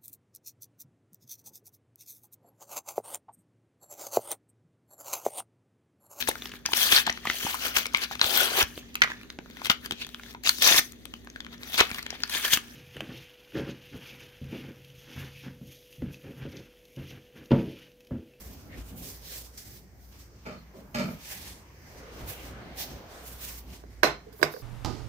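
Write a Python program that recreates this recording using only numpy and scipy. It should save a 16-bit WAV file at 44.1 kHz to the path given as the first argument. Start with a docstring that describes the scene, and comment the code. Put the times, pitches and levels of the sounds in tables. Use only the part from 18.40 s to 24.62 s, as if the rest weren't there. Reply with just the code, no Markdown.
"""A glass bottle, then a plastic cup, set down on a hollow table close by on the right, rocking a little.
The place is a tiled balcony at night above a beach: table top, vessel and clatter ring as decaying modes.
Before that a chair leg drags in stick-slip jerks; soles swish and thud on the tiles as swelling noise.
Farther off a wave swells and fades in coloured noise, and a machine hums as a wavering low tone.
The stereo microphone gets the near sounds later and duller on its left, with dense balcony reflections."""
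import sys
import numpy as np
from scipy import signal
from scipy.io import wavfile

SR = 44100
rng = np.random.default_rng(int(sys.argv[2]) if len(sys.argv) > 2 else 0)


def generate_wav(sig):
    """Save sig (samples, or channels by samples) to the path in sys.argv[1] as 16-bit PCM at SR."""
    pcm = np.round(np.clip(np.atleast_2d(sig).T, -1, 1) * 32767).astype(np.int16)
    wavfile.write(sys.argv[1], SR, pcm)


def amplitude_ratio(level_db):
    """Convert a level in decibels to the matching linear amplitude (field) ratio."""
    exponent = np.asarray(level_db, float) / 20
    return 10 ** exponent


N = 274302  # length in samples


def rms_one(x):
    """Scales to unit power."""
    return x / np.sqrt(np.mean(x ** 2) + 1e-20)


def over_time(points):
    """Reads a timed level, joined by straight lines, at every sample."""
    s, level_db = np.transpose(points)
    return np.interp(np.arange(N) / SR, s, level_db)


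def at_hz(points, hz):
    """Reads a spectrum on a log-frequency axis."""
    points_hz, values = np.transpose(points)
    return np.interp(np.log(hz), np.log(points_hz), values)


def drift(rate_hz):
    """Slow random wandering of spread 1: noise through two equal low-pass poles, at one point in 40 samples."""
    r = np.exp(-80 * np.pi * rate_hz / SR)
    noise = rng.standard_normal(N // 40 + 2002)
    slow = signal.lfilter([1], [1, -2 * r, r * r], noise)[2000:]
    return np.interp(np.arange(N) / 40, np.arange(len(slow)), rms_one(slow))


def resonate(x, hz, width_hz):
    """One resonance, gain 1 on top."""
    r = np.exp(-np.pi * width_hz / SR)
    poles = [1, -2 * r * np.cos(2 * np.pi * hz / SR), r * r]
    return signal.lfilter([(1 - r * r) / 2, 0, (r * r - 1) / 2], poles, x)


def high_pass(x, hz):
    """Takes away the bass below hz."""
    return signal.sosfilt(signal.butter(3, hz, "high", fs=SR, output="sos"), x)


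def power_db(spectrum, low_hz, high_hz):
    """Power that white noise keeps in one band after this colouring."""
    hz = np.linspace(low_hz, high_hz, 200)
    return 10 * np.log10(np.mean(amplitude_ratio(2 * at_hz(spectrum, hz))) * (high_hz - low_hz) / (SR / 2))


def swells(rows):
    """Power of each swell over time: a rounded rise to its loudest moment, then a fall."""
    edge_db, roundness = 20, 1.534  # a swell loses edge_db over its rise or fall time
    s, rise_s, fall_s, db = np.transpose(rows)[:4, :, None]
    late = np.arange(0, N + 32, 32) / SR - s
    distance = np.abs(late / np.where(late < 0, rise_s, fall_s))
    return amplitude_ratio(2 * (db - edge_db * distance ** roundness)) + 1e-30


def blend(power, values):
    """Total level in dB of overlapping sounds, and a property averaged by their power."""
    total = power.sum(axis=0)
    at = np.linspace(0, power.shape[1] - 1, N)
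    columns = 10 * np.log10(total), np.dot(values, power) / total
    return [np.interp(at, np.arange(len(total)), c) for c in columns]


# Half-octave band edges [Hz]
EDGES_HZ = 25 * 2 ** np.arange(0, 9.6, .5)
# How alike left and right are: (frequency [Hz], likeness [-1 to 1])
LIKENESS = [(60, 1), (180, 0.89), (550, 0.73), (1650, -0.034), (4970, -0.012), (15000, 0.096)]


def noise_bands(size):
    """Half-octave bands of stereo noise, alike in the bass and nearly unrelated in the treble."""
    white = rng.standard_normal((2, 2, size))
    for k, (low, high) in enumerate(zip(EDGES_HZ, EDGES_HZ[1:])):
        # neighbouring bands take turns between two independent noises
        band_pass = signal.butter(2, [low, high], "band", fs=SR, output="sos")
        mid, side = signal.sosfilt(band_pass, white[k % 2])
        hz = np.sqrt(low * high)
        alike = np.clip(at_hz(LIKENESS, hz), -1, 1)
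        yield hz, np.sqrt((1 + alike) / 2) * mid + np.sqrt((1 - alike) / 2) * side * [[1], [-1]]


# Reverberation of the balcony: (frequency [Hz], time to fall 60 dB [s])
BALCONY_T60 = [(100, 0.42), (400, 0.25), (1500, 0.27), (4000, 0.27), (9000, 0.19), (16000, 0.1)]


def balcony(x, onset_s):
    """Dense reflections from tiles and walls, dying band by band."""
    t = np.arange(SR // 2) / SR
    tail = sum(band * amplitude_ratio(-60 * t / at_hz(BALCONY_T60, hz)) for hz, band in noise_bands(len(t)))
    tail = tail * (1 - np.exp(-t / onset_s))
    tail = tail / np.sqrt(np.mean(np.sum(tail ** 2, axis=1)))
    return signal.fftconvolve(x[None], tail, axes=1)[:, :N]


def from_right(x, lag_s, left_db, right_db, shadow_hz):
    """A source on the right: the left side hears it later, softer and duller."""
    late = np.interp(np.arange(N) - lag_s * SR, np.arange(N), x)
    late = signal.lfilter(*signal.butter(1, shadow_hz, fs=SR), late)
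    return np.array([amplitude_ratio(left_db) * late, amplitude_ratio(right_db) * x])


# Colour of the night air: (frequency [Hz], density [dB per Hz, relative])
NIGHT_AIR = [(18, -33), (30, -33), (75, 13.5), (447, -21), (931, -19), (2330, -3), (3540, -72),
             (4260, -12.5), (7200, -5.5), (9350, -57), (15800, -9)]


def night_air():
    """Steady coloured noise floor of the night; gives its power at any frequency."""
    air_db = -64 - power_db(NIGHT_AIR, 30, 15800)
    return lambda hz: amplitude_ratio(2 * (air_db + at_hz(NIGHT_AIR, hz)))


# Far wave, swelling and fading: (time [s], level within 500-1500 Hz [dB])
SURF = [(0.0, -61), (0.5, -64), (1.1, -66), (1.6, -73), (2.0, -67), (2.9, -60), (3.4, -62.5), (3.7, -52),
        (4.2, -50.5), (4.96, -55), (5.15, -63), (5.6, -65)]
# Its colour: (frequency [Hz], density [dB per Hz, relative])
SURF_COLOUR = [(88, -41), (150, -9.5), (217, -9), (332, -7.5), (490, -3.5), (781, -7.5), (1110, -7.5),
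               (2200, -12.5), (6500, -27), (9000, -42), (15500, -70)]


def surf():
    """A far wave as noise of fixed colour and moving level; gives its power at any frequency."""
    surf_db = over_time(SURF) - power_db(SURF_COLOUR, 500, 1500)
    return lambda hz: amplitude_ratio(2 * (surf_db + at_hz(SURF_COLOUR, hz)))


# Machine hum, before its waver: (time [s], level [dB])
HUM = [(0.0, -51), (0.08, -51), (0.2, -67), (0.4, -40), (0.48, -51), (1.9, -55), (2.9, -59.5), (3.15, -63),
       (3.85, -47.5), (4.3, -53), (4.75, -55), (5.3, -48), (5.6, -49.5), (6.22, -61)]


def hum():
    """A low tone whose pitch and level waver, with a slight roughness around it."""
    hum_hz, width_hz = 58.5, 8
    waver_db, waver_hz = 2.3, 4.6
    tone = np.sin(2 * np.pi * np.cumsum(hum_hz + 1.45 * drift(1.92)) / SR)
    rough = rms_one(resonate(rng.standard_normal((2, N)), hum_hz, width_hz))
    level = amplitude_ratio(over_time(HUM) + waver_db * drift(waver_hz))
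    return level * rms_one(tone + .15 * rough)


# Weight shifting on the floor: (loudest time [s], rise [s], fall [s], level within 75-350 Hz [dB])
THUDS = [(.36, 0.061, 0.2, -48.5), (.64, 0.86, 0.3, -47), (1.3, .15, 0.23, -56.5), (1.77, 0.092, 0.14, -70),
         (3.09, .3, 0.27, -53.5), (3.83, 0.067, 0.16, -49), (4.15, 0.63, 0.75, -50.5),
         (4.54, 0.1, 0.11, -44.5), (4.9, 0.49, .4, -58.5), (5.3, 0.7, 0.33, -53)]
# Colour of the floor: (frequency [Hz], density [dB per Hz, relative])
THUD_COLOUR = [(25, -48), (45, 6), (90, 6.5), (200, 0), (350, -4.5), (700, -15), (1500, -50)]


def thuds():
    """Weight on the tiles as swells of bass noise over a low rumble; gives power at any frequency."""
    rumble_db = -58  # goes on between the thuds
    power = swells(THUDS) + amplitude_ratio(2 * rumble_db) / len(THUDS)
    thud_db, _ = blend(power, np.ones(len(THUDS)))
    thud_db = thud_db - power_db(THUD_COLOUR, 75, 350) + 1.96 * drift(8.6)
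    return lambda hz: amplitude_ratio(2 * (thud_db + at_hz(THUD_COLOUR, hz)))


# Soles and cloth sliding: (loudest time [s], rise [s], fall [s],
# level within 9900-14560 Hz before the tilt [dB], tilt around 6 kHz [dB per octave])
SWISH = [(0.03, .1, 0.3, -56, 1.5), (0.388, 0.052, 0.067, -53, -2.5), (.49, 0.074, 0.08, -56.5, 0),
         (.58, 0.028, .1, -54.5, 5), (0.672, 0.13, .13, -46.5, 2), (0.939, .15, 0.17, -46.5, 0.8),
         (1.178, 0.006, 0.067, -46.5, 2), (1.35, 0.42, 0.11, -57.5, 1.5), (1.63, 0.074, 0.22, -67, 2.5),
         (1.727, .02, 0.091, -60.5, -2.5), (1.799, .04, 0.082, -58, 0.7), (2.08, 0.09, .3, -66.5, -2),
         (2.37, 0.052, 0.12, -66.5, -1.5), (2.74, 0.29, 0.13, -58.5, 2), (2.89, 0.092, 0.12, -45.5, .3),
         (3.068, 0.33, .16, -48.5, -0.2), (3.58, 0.27, 0.34, -62, -3.5), (3.81, 0.13, 0.3, -58, -4.5),
         (3.89, .035, 0.14, -44, 1.1), (4.05, 0.12, 0.12, -53, -2.5), (4.408, 0.05, 0.087, -39.5, 1.5),
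         (4.52, 0.19, 0.13, -56.5, -0.5), (4.71, 0.044, .4, -60.5, -3), (4.88, 0.06, 0.14, -51, 2),
         (5.049, .08, 0.17, -44, 0.4), (5.169, 0.064, 0.059, -50.5, 2), (5.34, 0.089, 0.1, -55.5, -1.4),
         (5.52, 0.054, 0.16, -67, -1.1), (5.927, 0.0036, .3, -69, 8.5), (6.0, 0.045, 0.11, -65, 8),
         (6.125, 0.019, 0.046, -61, 8), (6.2, 0.15, 0.17, -65.5, 7)]
# Colour before the tilt: (frequency [Hz], density [dB per Hz, relative])
SWISH_COLOUR = [(710, -6.5), (1200, -3), (1590, -19), (1680, -0.5), (2500, -4.5), (3240, 0.5), (3890, -2.5),
                (4820, -1), (7510, -3), (8540, -18), (12200, -3.5), (15100, 0.5), (15800, -22)]


def swishes():
    """Sliding soles and cloth as swells of noise, each with its own tilt; gives power at any frequency."""
    swish_db, tilt_db = blend(swells(SWISH), np.array(SWISH)[:, -1])
    swish_db = swish_db - power_db(SWISH_COLOUR, 9900, 14560) + 1.6 * drift(20)
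    return lambda hz: amplitude_ratio(2 * (swish_db + at_hz(SWISH_COLOUR, hz) + tilt_db * np.log2(hz / 6000)))


# Balance of the noises at the microphone: (frequency [Hz], left minus right [dB])
LEAN = [(100, -0.5), (1000, -0.5), (8000, -1), (12000, -7.5), (15500, -7)]


def surroundings():
    """Night air, wave, thuds and swishes are all noisy: their powers add in each flickering band."""
    sources = [night_air(), surf(), thuds(), swishes()]
    out = 0
    for hz, band in noise_bands(N):
        power = sum(source(hz) for source in sources)
        flicker = amplitude_ratio(2.02 * drift(2.44))
        lean = amplitude_ratio(at_hz(LEAN, hz) / 2 * np.array([[1], [-1]]))
        out = out + np.sqrt(power) * flicker * lean * band
    return out


# Coloured scuffs: (middle [s], half length [s], frequency [Hz], width [Hz], level at the middle [dB])
SCUFFS = [(0.338, 0.033, 1920, 352, -49.5), (1.18, 0.0053, 2600, 1500, -63.5),
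          (2.19, 0.031, 4300, 150, -62), (4.77, 0.063, 1630, 250, -62), (6.166, 0.085, 4800, 700, -55),
          (6.12, .1, 12300, 1500, -60)]


def scuffs():
    """Short rubs, each noise in one resonance of its own."""
    t = np.arange(N) / SR
    out = 0
    for s, half_s, hz, width_hz, db in SCUFFS:
        rub = rms_one(resonate(rng.standard_normal((2, N)), hz, width_hz))
        out = out + amplitude_ratio(db) * np.exp(-((t - s) / half_s) ** 2) * rub
    return out


def jerks(s, length_s, db, attack_s, sag_db_per_s):
    """Power of each jerk: quick start, steady sag, then the leg lets go."""
    let_go_s = 0.022
    t = np.maximum(np.arange(N) / SR - s[:, None], 0)
    let_go = np.exp(-np.maximum(t - length_s[:, None], 0) / let_go_s)
    shape = (1 - np.exp(-t / attack_s)) * let_go
    return (shape * amplitude_ratio(db[:, None] - sag_db_per_s * t)) ** 2 + 1e-30


# Jerks of the dragging chair leg, levels before the sag:
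# (time [s], length [s], frame boom [dB], grit [dB], grit brightness around 1 kHz [dB per octave])
DRAGS = [(2.053, 0.12, -41, -36.5, -1.1), (2.34, 0.11, -47, -55.5, -14.5), (2.543, .05, -32.5, -31.5, 1.5),
         (2.582, 0.1, -30, -31, 1), (2.681, 0.031, -41, -41, -3)]
# Resonances of the boom: (frequency [Hz], width [Hz], relative level [dB])
CHAIR_BOOM = [(148, 44.5, 1), (205, 127, -1.5), (241, 54, 1.5)]
# Resonances of the grit: (frequency [Hz], width [Hz], relative level [dB])
CHAIR_GRIT = [(380, 90, -0.5), (615, 130, 4), (860, 80, 3), (1314, 204, 3), (2410, 270, -1), (3070, 92, -5),
              (3570, 240, -12), (4350, 220, -7), (5020, 440, -9.5), (6340, 520, -16), (7350, 550, -16.5),
              (13000, 3100, -25.5)]


def chair():
    """The leg sticks and slips at a wobbling rate, with fine grit between; frame and foot resonate."""
    slips_per_s, grains_per_s = 196, 2500
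    s, length_s, boom_db, grit_db, tilt_db = np.transpose(DRAGS)
    boom_db, _ = blend(jerks(s, length_s, boom_db, attack_s=0.0053, sag_db_per_s=58), tilt_db)
    grit_db, tilt_db = blend(jerks(s, length_s, grit_db, attack_s=0.0014, sag_db_per_s=184), tilt_db)
    # one impulse of random size per slip
    turns = np.floor(np.cumsum(slips_per_s * (1 + .16 * drift(50))) / SR)
    slips = np.diff(turns, prepend=0) * amplitude_ratio(4.1 * rng.standard_normal(N))
    # grains at random times, a few of them much larger
    sizes = amplitude_ratio(5.6 * np.minimum(rng.exponential(1, N), 5)) * rng.choice([-1, 1], N)
    grains = sizes * (rng.random(N) < grains_per_s / SR)
    force = rms_one(slips) + 0.98 * rms_one(grains)

    def parts(modes):  # neighbouring resonances have opposite sign
        return [amplitude_ratio(db) * resonate(force, hz, w) * (-1) ** k for k, (hz, w, db) in enumerate(modes)]

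    boom = sum(parts(CHAIR_BOOM))
    grit_parts = parts(CHAIR_GRIT)
    grit = sum(amplitude_ratio(tilt_db * np.log2(hz / 1000)) * part for (hz, _, _), part in zip(CHAIR_GRIT, grit_parts))
    drag = amplitude_ratio(boom_db) * rms_one(boom) + amplitude_ratio(grit_db) * grit / np.std(sum(grit_parts))
    return high_pass(drag, 100)


def rings(modes, t, swell_s):
    """Decaying sines that swell while the contact builds up."""
    hz, db, t60 = np.transpose(modes)[:, :, None]
    strength = amplitude_ratio(db + 1.0 * rng.standard_normal(hz.shape))
    swell = 1 - np.exp(-(t / swell_s) ** 2)
    return np.sum(strength * swell * amplitude_ratio(-60 * t / t60) * np.sin(2 * np.pi * hz * t), axis=0)


# Set-downs and small touches, levels at the table: (time [s], peak of the table knock [dB],
# contact [ms], clatter against the knock [dB], feed to the reflections against the direct sound [dB])
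KNOCKS = [(5.437, -40, 0.28, -23, -12), (5.628, -38.5, 0.074, -26, 16), (5.632, -2, 0.006, -14, 1),
          (5.926, -47.5, 0.12, -4.5, -8), (5.974, -67, 0.069, -16, -4), (5.993, -45.5, 0.078, -30, 11.5),
          (6.015, -25, 0.68, -14.5, -1), (6.028, -3, 0.047, -14.5, -7), (6.138, -32.5, 0.24, -14, -22),
          (6.164, -33.5, 0.18, -23, -8)]
# Modes of the table top, before the contact dulls them:
# (frequency [Hz], relative level [dB], time to fall 60 dB [s])
TABLE = [(150, -27.5, 0.15), (230, -16.5, 0.023), (334, -15, 0.025), (411, -8.5, 0.053), (458, -14, 0.044),
         (634, -17.5, 0.043), (708, -2, 0.018), (842, 0.5, 0.011), (963, -8, 0.02), (1284, -5, 0.011),
         (1580, 7.5, 0.012), (1970, -21, 0.0035), (2185, -1.5, 0.013), (2600, -7, 0.019),
         (3110, -5.5, 0.0072)]
# Modes of the glass bottle: (frequency [Hz], relative level [dB], time to fall 60 dB [s])
BOTTLE = [(3892, -6, .15), (4113, 0, .24), (4150, -7, .2), (4247, -8, .15), (4732, -10, .05)]
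# Modes of the plastic cup: (frequency [Hz], relative level [dB], time to fall 60 dB [s])
CUP = [(3892, -3, .05), (4479, -7, .03), (4893, 0, .08), (5378, -6, .03), (5572, -9, .04), (8253, -7, .03)]
# Resonances of the clatter: (frequency [Hz], width [Hz], relative level [dB])
CLATTER = [(3460, 1800, 5), (5100, 770, 1), (6950, 490, -23), (11700, 2000, -3.5)]
# Ring of each vessel against the clatter [dB]
RING_AGAINST_CLATTER_DB = {"bottle": -9.5, "cup": -6.5}
# The cup rocks and sets the hollow top humming:
# (time [s], length [s], frequency [Hz], level at the table [dB])
ROCKING = [(5.866, 0.019, 450, -42), (5.884, 0.016, 430, -44), (5.93, 0.038, 438, -49),
           (5.992, 0.026, 413, -44), (6.014, 0.021, 380, -29.5), (6.14, 0.012, 478, -30.5),
           (6.166, 0.017, 466, -36), (6.195, 0.021, 447, -49)]


def set_downs():
    """Each touch rings table top and vessel, with a gritty clatter; returns direct sound and room feed."""
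    cup_from_s = 5.8  # touches before this are the bottle's
    t = np.arange(SR // 2) / SR
    out = np.zeros((2, N + SR))

    def place(s, sound):
        start = round(s * SR)
        out[:, start:start + len(t)] += sound

    for s, peak_db, contact_ms, clatter_db, wet_db in KNOCKS:
        name, modes = ("cup", CUP) if s > cup_from_s else ("bottle", BOTTLE)
        r = np.exp(-1000 / (SR * contact_ms))  # a longer contact sounds duller
        top = signal.lfilter([1], [1, -2 * r, r * r], rings(TABLE, t, swell_s=0.00072))
        decay = np.exp(-t / 0.0012) + 0.34 * np.exp(-t / 0.013)
        grit = rng.standard_normal(len(t)) * (1 - np.exp(-t / 0.0002)) * decay
        clatter = sum(amplitude_ratio(db) * resonate(grit, hz, w) for hz, w, db in CLATTER)
        # the base keeps brushing the table, so the ring flutters
        flutter = amplitude_ratio(3 * rms_one(signal.lfilter([1], [1, -.99], rng.standard_normal(len(t)))))
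        vessel = flutter * rings(modes, t, swell_s=0.0015)
        ring_db = clatter_db + RING_AGAINST_CLATTER_DB[name]
        blow = top / np.max(np.abs(top)) + amplitude_ratio(clatter_db) * clatter
        blow = blow + amplitude_ratio(ring_db) * vessel * [[1], [.3]]  # less of the ring reaches the walls
        place(s, amplitude_ratio(peak_db) * blow * amplitude_ratio([[0], [wet_db]]))
    for s, length_s, hz, db in ROCKING:
        swell = np.sin(np.pi * np.clip(t / length_s, 0, 1) ** 0.6)
        place(s, amplitude_ratio(db) * swell * np.sin(2 * np.pi * hz * t) * [[1], [.3]])
    # the strongest knock mode beams at the listener, so little of it reaches the walls
    out[1] -= 0.94 * resonate(out[1], 1590, 500)
    return high_pass(out[:, :N], 125)


def scene():
    """Near sources with their reflections over the surroundings."""
    knocks, feed = set_downs()
    drags = chair()
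    table = from_right(knocks, lag_s=0.00033, left_db=-3.4, right_db=4.0, shadow_hz=800)
    table = table + amplitude_ratio([[-2.5], [1.5]]) * balcony(feed, onset_s=0.00043)
    floor = from_right(drags, lag_s=0.00029, left_db=-2.5, right_db=-1.3, shadow_hz=4700)
    floor = floor + amplitude_ratio([[-4], [-3]]) * balcony(drags, onset_s=0.00053)
    return table + floor + surroundings() + scuffs() + hum() * amplitude_ratio([[-.4], [.4]])


def roll_off(x):
    """The treble ends steeply here."""
    return signal.sosfilt(signal.butter(12, 16970, fs=SR, output="sos"), x)


def record(dry):
    """At the microphone, peaks are rounded near full scale and the top of the treble is cut."""
    rounded = 1.2 * np.tanh(dry / 1.24)
    low_pass = signal.cheby2(12, 50, 16150, fs=SR, output="sos")  # 50 dB down from 16150 Hz
    mix = signal.sosfilt(low_pass, rounded)
    return roll_off(mix)


dry = scene()
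out = record(dry)
generate_wav(out)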